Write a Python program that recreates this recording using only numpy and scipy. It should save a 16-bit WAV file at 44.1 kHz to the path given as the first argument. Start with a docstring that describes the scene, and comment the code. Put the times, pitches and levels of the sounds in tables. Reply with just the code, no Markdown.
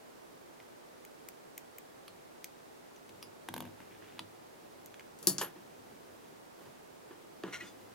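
"""Tying thread ticks off a wire whip-finishing tool, then slips in jerks as the knot of a fly is tightened.
Each release of tension is an impulse on the hook or vise, close to a stereo microphone in a quiet room.
The steel tool is dropped: its impacts excite its own high modes and the low modes of the wooden bench.
Fingers stroke the fly, and another steel tool is slid off the bench, rasping and singing by friction.
Room air, a faint hum and microphone hiss lie beneath."""
import sys
import numpy as np
from scipy import signal
from scipy.fft import rfft, irfft
from scipy.io import wavfile
from scipy.ndimage import uniform_filter1d

SR = 44100
rng = np.random.default_rng(int(sys.argv[2]) if len(sys.argv) > 2 else 0)


def file_out(sig):
    """Save sig as 16-bit WAV at sys.argv[1]."""
    # one column per channel
    cols = np.atleast_2d(sig).T
    # limit, then scale
    lim = np.clip(cols, -1, 1)
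    pcm = np.round(lim * 32767).astype(np.int16)
    wavfile.write(sys.argv[1], SR, pcm)


N = 350355
T = np.arange(N) / SR
AGE = T[:SR // 2]  # time since an impulse, s

# thread snapping over wire and feather: t/s, level/dB, tilt/(dB/octave), pock of the hook/dB
THREAD_TICKS = [(0.6017, -64, -10, -58), (1.0501, -53.5, 2, -60), (1.2866, -46, 2.5, -56.5),
                (1.5784, -43.5, 2.5, -52.5), (1.784, -46, 7.5, -56), (2.4432, -42, 1, -50),
                (4.8594, -51.5, 2, -72), (4.9419, -55, -11.5, -62), (4.9956, -58.5, -8, -53.5),
                (5.007, -60, -13, -63)]
# the knot slipping tight: t/s, level/dB, tilt/(dB/octave), push on the vise/dB
KNOT_SLIPS = [(3.4866, -41.5, 0.5, -43.5), (3.5398, -42.5, 3, -41.5), (3.5634, -44, 1.5, -43),
              (3.579, -47, 3.5, -50), (3.6045, -44.5, 2, -42.5), (3.6232, -52, 0.5, -65),
              (3.640, -58, -2, -51), (3.6521, -54.5, .5, -49.5), (3.6654, -61, -0.5, -48),
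              (3.674, -60, -1, -54), (3.8027, -55.5, -1.5, -70)]
# pulls of thread through the knot: t/s, duration/s, level/dB
THREAD_PULLS = [(3.63, 0.038, -62), (3.782, .03, -58.5), (3.9, .045, -60.5), (3.999, .19, -63.5)]
# spectra of a tick, a slip and a pull: f/Hz, level/dB
TICK_SPECTRUM = [(100, -66), (1300, -23), (1800, -12), (2200, -22), (3200, -4.5), (4100, -5.5), (5500, -7),
                 (7200, 0.5), (8800, -8), (10500, -8.5), (13000, 0.5), (16000, -7.5)]
SLIP_SPECTRUM = [(60, -54), (300, 4.5), (650, 2.5), (930, -3), (1300, -11.5), (1600, -7), (2500, -8),
                 (3600, -7), (5200, -19), (7000, -16), (8500, -24), (10500, -12.5), (11700, -25),
                 (13200, -13), (16000, -30)]
PULL_SPECTRUM = [(200, -18), (500, 10), (900, -12), (1500, 5), (2700, 5), (5000, -9), (10500, -26),
                 (16000, -15)]
# modes of the hook, the jaws and the whole vise: f/Hz, level/dB, T60/s
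HOOK_MODES = [(2203, 2.5, 0.0073), (2420, -5.5, .012), (2880, -5.5, 0.0094)]
JAW_MODES = [(710, -7, 0.0085), (923, 4.5, 0.02), (1040, -3.5, 0.025), (1560, -2, 0.023)]
VISE_MODES = [(103.7, -6, 0.65), (156.3, -6.5, 0.44), (190.6, -3.5, .3), (250.8, 1, 0.32), (326.4, 1, 0.15)]

# wire touching the hook:
# t/s, level/dB, tilt/(dB/octave), ring/dB, pitch ratio set by the grip, push on the vise/dB
WIRE_CLINKS = [(2.0795, -53.5, 1, -57.5, 0.85, -58), (2.961, -66, 2, -64, 1.2, -70),
               (3.092, -58, 3, -68, 0.74, -60), (3.2268, -49.5, 4, -49.5, 1, -56),
               (4.1924, -40, -2, -57, .79, -48.5)]
# spectrum of that contact: f/Hz, level/dB
CLINK_SPECTRUM = [(60, -45), (600, -17), (850, -6), (1100, 6.5), (1500, -10.5), (2400, 3.5), (3200, 4),
                  (4400, -3), (6000, -7.5), (7500, -17), (10500, -7.5), (16000, -21)]
# modes of the tool's wire and stem: f/Hz, level/dB, T60/s
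WIRE_MODES = [(2800, -11, 0.067), (4910, 1.5, 0.04), (5070, -6, 0.15), (5550, 3, 0.028),
              (9900, -13.5, 0.11), (11340, -10, .13), (15150, -18, .07)]
STEM_MODES = [(980, -4, .02), (1150, -3, 0.016), (2330, -2, 0.013), (3060, -2, 0.014)]

# the steel tool landing: t/s, crash/dB, ring/dB, treble cutoff/Hz, buzz of the shaft/dB
LANDINGS = [(5.1882, -55, -66, 16000, -68), (5.228, -47, -57, 16000, -62),
            (5.271, -19.5, -26.5, 18900, -48), (5.3825, -32.5, -44, 6660, -48),
            (5.4144, -35, -47, 18100, -37.5)]
# spectrum of the crash: f/Hz, level/dB
CRASH_SPECTRUM = [(100, -47), (2000, -19), (3100, -9), (4000, -3.5), (4700, 2), (5700, 0), (7000, 6),
                  (8300, -0.5), (10000, 7), (12000, 3.5), (13800, 2.5), (15400, -2.5)]
# modes of the dropped tool and of its shaft: f/Hz, level/dB, T60/s
STEEL_MODES = [(4356, -9, .22), (4430, -12, .2), (4506, -9, .26), (4671, -8, .2), (4790, -10, .17),
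               (5524, -3, .13), (5647, -6, .14), (5829, -6, .17), (6644, -4, .13), (6918, -7, .14),
               (9689, -1, .15), (9998, 1, .17), (10115, -1, .18), (11515, -5, .18), (12052, -4, .13),
               (12495, -5, .2), (15330, -5, .12), (15518, -4, .14)]
SHAFT_MODES = [(11515, 0, .07)]

# tools and hands knocking the bench: t/s, clack/dB, tilt/(dB/octave), boom/dB, relative crack/dB
BENCH_KNOCKS = [(5.27, -34, -4, -28.5, -17), (5.3827, -43, 1.5, -45, -10), (5.4125, -31.5, 0, -41, 0),
                (5.56, -54, -3, -51, -7), (5.848, -69, -3, -57, -10), (6.608, -57.5, -3, -72, 0),
                (6.6552, -54.5, -2.5, -58, -13), (7.1082, -47.5, -3.5, -76, -25),
                (7.436, -37.5, -3.5, -38.5, 3.5), (7.4761, -45.5, -1, -54, -15),
                (7.622, -49.5, 3.5, -49.5, -3)]
# spectrum of the wooden clack: f/Hz, level/dB
KNOCK_SPECTRUM = [(60, -47), (150, -14), (260, -4), (370, 6), (490, -1), (720, -5.5), (1000, -1),
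                  (1300, -2), (1550, -5), (1780, -0.5), (2100, -15.5), (3000, -5), (4200, -19.5),
                  (8000, -28), (16000, -34)]
# modes of the bench top: f/Hz, level/dB, T60/s
BENCH_MODES = [(136.7, -8, 0.7), (158.8, -7, 0.53), (186.4, 7, 0.32), (286, -1, 0.26), (334, 15.5, 0.091),
               (354, 8.5, 0.15), (390, -11, 0.16), (483, -21, 0.15), (662, -10, 0.43), (1270, -35, 0.26)]

# sliding steel bumping and digging in: t/s, ring/dB, pitch ratio, rasp/dB, rasp duration/s
SLIDE_BUMPS = [(7.5345, -42.5, 1.09, -44.5, .035), (7.6073, -43, 1, -56.5, 0.016)]
# spectrum of steel rubbing on wood: f/Hz, level/dB
SLIDE_SPECTRUM = [(500, -9), (1300, -7.5), (1700, -5.5), (2050, 1.5), (2500, -7.5), (2900, -5), (3300, -14),
                  (4100, -6), (4900, -22), (6000, -9.5), (9000, -18.5), (16000, -22)]
# modes of the slid tool when rubbed, bumped and lifted by its tip: f/Hz, level/dB, T60/s
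BLADE_MODES = [(1429, 1.5, 0.14), (1810, -3, .12), (1990, -19, .1), (2140, 0, .12), (2940, -11, .1),
               (3485, -3.5, 0.074), (5630, -6, 0.16)]
BUMP_MODES = [(1730, -9, .07), (1940, 4, 0.061), (2500, -8.5, 0.13), (2960, -15, 0.21), (4120, -16, 0.11)]
TIP_MODES = [(3500, -5, .12), (4900, -4.5, 0.12), (5970, -3, .04), (6750, -2, 0.038), (8600, 1, 0.017)]

# fingers rubbing on vise and fly: t/s, duration/s, level/dB
FINGER_RUBS = [(3.03, 0.19, -66.5), (3.62, 0.52, -64.5), (4.2, 0.97, -68.5), (5.18, 0.19, -57),
               (5.5, .85, -63.5), (6.54, .14, -59.5), (7.0, .55, -69), (7.578, 0.33, -61)]
# spectrum of that rubbing: f/Hz, level/dB
FINGER_SPECTRUM = [(50, -42.5), (100, -3), (135, -11), (250, -4), (420, -6), (700, -18), (2000, -22.5),
                   (8000, -31.5)]

# reverberation time of the room: f/Hz, T60/s
ROOM_DECAY = [(150, 0.29), (1000, 0.12), (5000, 0.16), (16000, 0.082)]
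# spectra of room air and microphone hiss, in phase and in antiphase on the two sides: f/Hz, level/dB
AIR_MID_SPECTRUM = [(12, -25), (20, -17.5), (65, -14), (167, -4), (247, -8), (317, -1.5), (386, -0.5),
                    (456, -2.5), (843, -6.5), (1320, -11), (1470, -11.5), (3040, -18), (7230, -22),
                    (15800, -26.5)]
AIR_SIDE_SPECTRUM = [(12, -47), (20, -19), (95, -23.5), (268, -4), (335, -5), (365, -3), (496, -3),
                     (539, -13.5), (586, -2.5), (674, -6.5), (891, -9.5), (2720, -24), (14100, -33),
                     (15800, -33)]


def thread():
    """Stick-slip motion: sudden releases of tension excite hook, jaws and vise; steady sliding hisses."""
    out = pull_envelope() * friction(PULL_SPECTRUM, grain_db=6, width=0.39)
    for t, db, tilt, pock_db in THREAD_TICKS:
        tick = snap(TICK_SPECTRUM, tilt, span_s=0.0013, width=0.4)
        pock = ring(HOOK_MODES, spread_rad=0.1, rise_s=0.00052)
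        add(out, t, amp(db) * tick + amp(pock_db) * pock)
    for t, db, tilt, push_db in KNOT_SLIPS:
        jerk = snap(SLIP_SPECTRUM, tilt, span_s=0.0015, width=0.3)
        jaws = amp(-1.5) * ring(JAW_MODES, spread_rad=0.05)
        vise = ring(VISE_MODES, spread_rad=0.07, rise_s=0.0074)
        add(out, t, amp(db) * (jerk + jaws) + amp(push_db) * vise)
    return out


def wire_tool():
    """Free vibration: the wire clicks on the hook and pings, sinking in pitch as the tension lets go."""
    out = np.zeros((2, N))
    for t, db, tilt, ring_db, pitch, push_db in WIRE_CLINKS:
        click = snap(CLINK_SPECTRUM, tilt, span_s=0.0016, width=0.25)
        stem = amp(-7) * ring(STEM_MODES, spread_rad=0.1, rise_s=0.00045)
        ping = ring(np.multiply(WIRE_MODES, [pitch, 1, 1]), spread_rad=0.5, sag_per_s=0.89)
        vise = ring(VISE_MODES, spread_rad=0.15, rise_s=0.004)
        add(out, t, amp(db) * (click + stem) + amp(ring_db) * ping + amp(push_db) * vise)
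    return out


def dropped_tool():
    """Impact excitation: steel bounces, rings and chatters; a softer contact acts as a low-pass filter."""
    out = np.zeros((2, N))
    chatter = resonate(noise(0.22, N), SHAFT_MODES)
    for t, db, ring_db, cutoff_hz, buzz_db in LANDINGS:
        lowpass = signal.butter(3, min(cutoff_hz, 0.45 * SR), fs=SR, output="sos")
        crash = impact(CRASH_SPECTRUM, tilt=0, crack_s=0.0012, crack_db=7, t60=0.15, width=0.43)
        crash = fix_energy(signal.sosfilt(lowpass, crash))
        steel = fix_energy(signal.sosfilt(lowpass, ring(STEEL_MODES, spread_rad=0.92)))
        add(out, t, amp(db) * crash + amp(ring_db) * steel)
        out += chatter * stroke(t, 0.032, buzz_db, attack_s=0.032, release_s=0.017)
    return out


def bench():
    """Plate vibration: the struck top booms under a wooden clack; a sharp knock adds a bright tick."""
    out = np.zeros((2, N))
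    for t, db, tilt, boom_db, crack_db in BENCH_KNOCKS:
        clack = impact(KNOCK_SPECTRUM, tilt, crack_s=0.0015, crack_db=crack_db, t60=0.2, width=0.17)
        tick = snap(KNOCK_SPECTRUM, tilt=3.4, span_s=0.001, width=0.3)
        boom = ring(BENCH_MODES, spread_rad=0.058, rise_s=0.0044)
        add(out, t, amp(db) * clack + amp(db + crack_db - 15.5) * tick + amp(boom_db) * boom)
    return out


def slid_tool():
    """Frictional excitation: sliding steel rasps in its own modes, bumps twice and sings as it lifts."""
    rasp = friction(SLIDE_SPECTRUM, grain_db=2.5, width=0.24)
    rasp += amp(-4) * resonate(noise(0.25, N), BLADE_MODES)
    slide = stroke(start_s=7.445, length_s=0.24, db=-61.5, attack_s=0.015, release_s=0.02)
    lift = stroke(start_s=7.625, length_s=0.068, db=-58.5, attack_s=0.035, release_s=0.02)
    out = slide * rasp + lift * resonate(noise(0.25, N), TIP_MODES)
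    for t, db, pitch, rasp_db, length_s in SLIDE_BUMPS:
        bump = ring(np.multiply(BUMP_MODES, [pitch, 1, 1]), spread_rad=0.4, rise_s=0.001)
        add(out, t, amp(db) * bump)
        # the edge starts to bite just before the bump
        out += rasp * stroke(t - 0.013, length_s, rasp_db, attack_s=0.015, release_s=0.014)
    return out


def fingers():
    """Sliding friction: skin on vise and fly gives a soft, low-pitched noise."""
    return rub_envelope() * friction(FINGER_SPECTRUM, grain_db=1.3, width=0.32, grain_samples=900)


def vise_thrum():
    """Forced vibration: the taut thread and the rubbing fingers drive the low modes of the vise."""
    drive = amp(-4) * pull_envelope() + amp(-12.5) * rub_envelope()
    return drive * resonate(noise(0.11, N), VISE_MODES)


def reverberation(x):
    """Diffuse reflection: a short tail, different on each side, whose treble is absorbed first."""
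    reflections = rng.standard_normal((2, len(AGE))) * (AGE > 0.004)
    hz, t, spectrum = signal.stft(reflections, SR, nperseg=256)
    decay = np.exp(-np.log(1000) * t / curve_at(ROOM_DECAY, hz)[:, None])
    tail = signal.istft(spectrum * decay, SR, nperseg=256)[1]
    return signal.oaconvolve(x, tail / np.linalg.norm(tail[0]), axes=1)[:, :N]


def air(hum_hz=245.2):
    """Stationary noise: room air and microphone hiss, partly coherent between sides, with a faint hum."""
    mid, side = rng.standard_normal((2, 1, N))
    mid = amp(-59) * unit_rms(colour(mid, AIR_MID_SPECTRUM))
    side = amp(-55.5) * unit_rms(colour(side, AIR_SIDE_SPECTRUM))
    hum = amp(-75) * unit_rms(np.sin(2 * np.pi * hum_hz * T))
    return (np.vstack([mid + side, mid - side]) + hum) * amp([[-0.7], [0.7]])


def pull_envelope():
    """Superposed pulls give the strength with which thread runs through the knot."""
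    return sum(stroke(*pull, attack_s=0.025, release_s=0.023) for pull in THREAD_PULLS)


def rub_envelope():
    """The upper envelope of the rubs gives the strength of the fingers' friction."""
    return np.max([stroke(*rub, attack_s=0.07, release_s=0.1) for rub in FINGER_RUBS], axis=0)


def stroke(start_s, length_s, db, attack_s, release_s):
    """Amplitude envelope of one movement: it swells, holds, then decays exponentially."""
    age = T - start_s
    swell = np.sin(np.pi / 2 * np.clip(age / attack_s, 0, 1)) ** 2
    return amp(db) * swell * np.exp(-np.maximum(age - length_s, 0) / release_s)


def ring(modes, spread_rad, rise_s=0.00027, sag_per_s=0):
    """Modal superposition: damped sinusoids, shifted oppositely in phase on the two sides."""
    hz, db, t60 = np.transpose(modes)[:, :, None]
    shift = spread_rad * rng.uniform(-1, 1, hz.shape)
    envelope = amp(db) * np.exp(-np.log(1000) * AGE / t60) * (1 - np.exp(-AGE / rise_s))
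    phase = 2 * np.pi * hz * AGE * (1 - sag_per_s * AGE / 2)
    return fix_energy(np.array([(envelope * np.sin(phase + side * shift)).sum(0) for side in (1, -1)]))


def resonate(drive, modes):
    """Resonance: a steady drive is convolved with the impulse response of the modes."""
    return unit_rms(signal.oaconvolve(drive, ring(modes, spread_rad=0.27), axes=1)[:, :N])


def snap(spectrum, tilt, span_s, width):
    """A noise transient: a cluster of tiny releases swells and dies within milliseconds."""
    u = AGE / span_s
    return fix_energy(colour(noise(width, len(AGE)) * np.sqrt(u) * np.exp(-u), spectrum, tilt))


def impact(spectrum, tilt, crack_s, crack_db, t60, width):
    """Modal overlap: after a hard crack, dense ringing merges into decaying noise."""
    envelope = amp(crack_db) * np.exp(-AGE / crack_s) + np.exp(-np.log(1000) * AGE / t60)
    return fix_energy(colour(noise(width, len(AGE)) * envelope, spectrum, tilt))


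def friction(spectrum, grain_db, width, grain_samples=64):
    """Friction noise: small catches of uneven strength modulate the amplitude."""
    catches = unit_rms(uniform_filter1d(rng.standard_normal(N), grain_samples))
    return unit_rms(colour(noise(width, N) * amp(grain_db * catches), spectrum))


def noise(width, size):
    """Partly coherent stereo white noise; width is the amplitude ratio of side to mid."""
    mid, side = rng.standard_normal((2, size))
    return np.array([mid + width * side, mid - width * side])


def colour(x, spectrum, tilt=0, size=4096):
    """Minimum-phase filtering to a spectrum, tilted in dB per octave above its second point."""
    hz = abs(np.fft.fftfreq(size, 1 / SR))
    octaves = np.log2(np.maximum(hz / spectrum[1][0], 1))
    log_gain = np.log(amp(curve_at(spectrum, hz) + tilt * octaves))
    taps = np.fft.ifft(np.exp(signal.hilbert(log_gain).conj())).real
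    return signal.oaconvolve(x, taps[None, :size // 2], axes=1)[:, :x.shape[1]]


def curve_at(points, hz):
    """Linear interpolation over log frequency."""
    f, value = np.transpose(points)
    return np.interp(np.log(hz + 1), np.log(f + 1), value)


def amp(db):
    """Amplitude ratio of a level in decibels."""
    return 10 ** (np.asarray(db) / 20)


def unit_rms(x):
    """Power normalisation to rms 1."""
    return x / np.sqrt(np.mean(x ** 2) + 1e-20)


def fix_energy(x):
    """Energy normalisation to that of 10 ms at rms 1."""
    return unit_rms(x) * np.sqrt(SR / 100 / x.shape[-1])


def add(mix, start_s, sound):
    """Superposition of a stereo sound on the mix."""
    part = mix[:, round(start_s * SR):][:, :sound.shape[1]]
    part += sound[:, :part.shape[1]]


def scene(right_delay_s=3.5e-5):
    """Time and level differences place the bench to the left; the vise is close and central."""
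    at_vise = fingers() + thread() + wire_tool() + vise_thrum()
    left, right = dropped_tool() * amp([[1.4], [-1.4]]) + bench() + slid_tool() * amp([[0.7], [-0.7]])
    delay = np.exp(-2j * np.pi * np.fft.rfftfreq(N, 1 / SR) * right_delay_s)
    at_bench = np.array([left, irfft(rfft(right) * delay, N)])
    work = at_vise + at_bench + reverberation(amp(-11.5) * at_vise + amp(-17) * at_bench)
    # small bodies radiate almost no deep bass
    highpass = signal.butter(5, 76, "highpass", fs=SR, output="sos")
    return signal.sosfilt(highpass, work) + air()


def record(dry, cutoff_hz=16250):
    """Band limiting by a linear-phase low-pass filter."""
    lowpass = signal.firwin(511, cutoff_hz, window=("kaiser", 9), fs=SR)
    return signal.oaconvolve(dry, lowpass[None], "same")


dry = scene()
out = record(dry)
file_out(out)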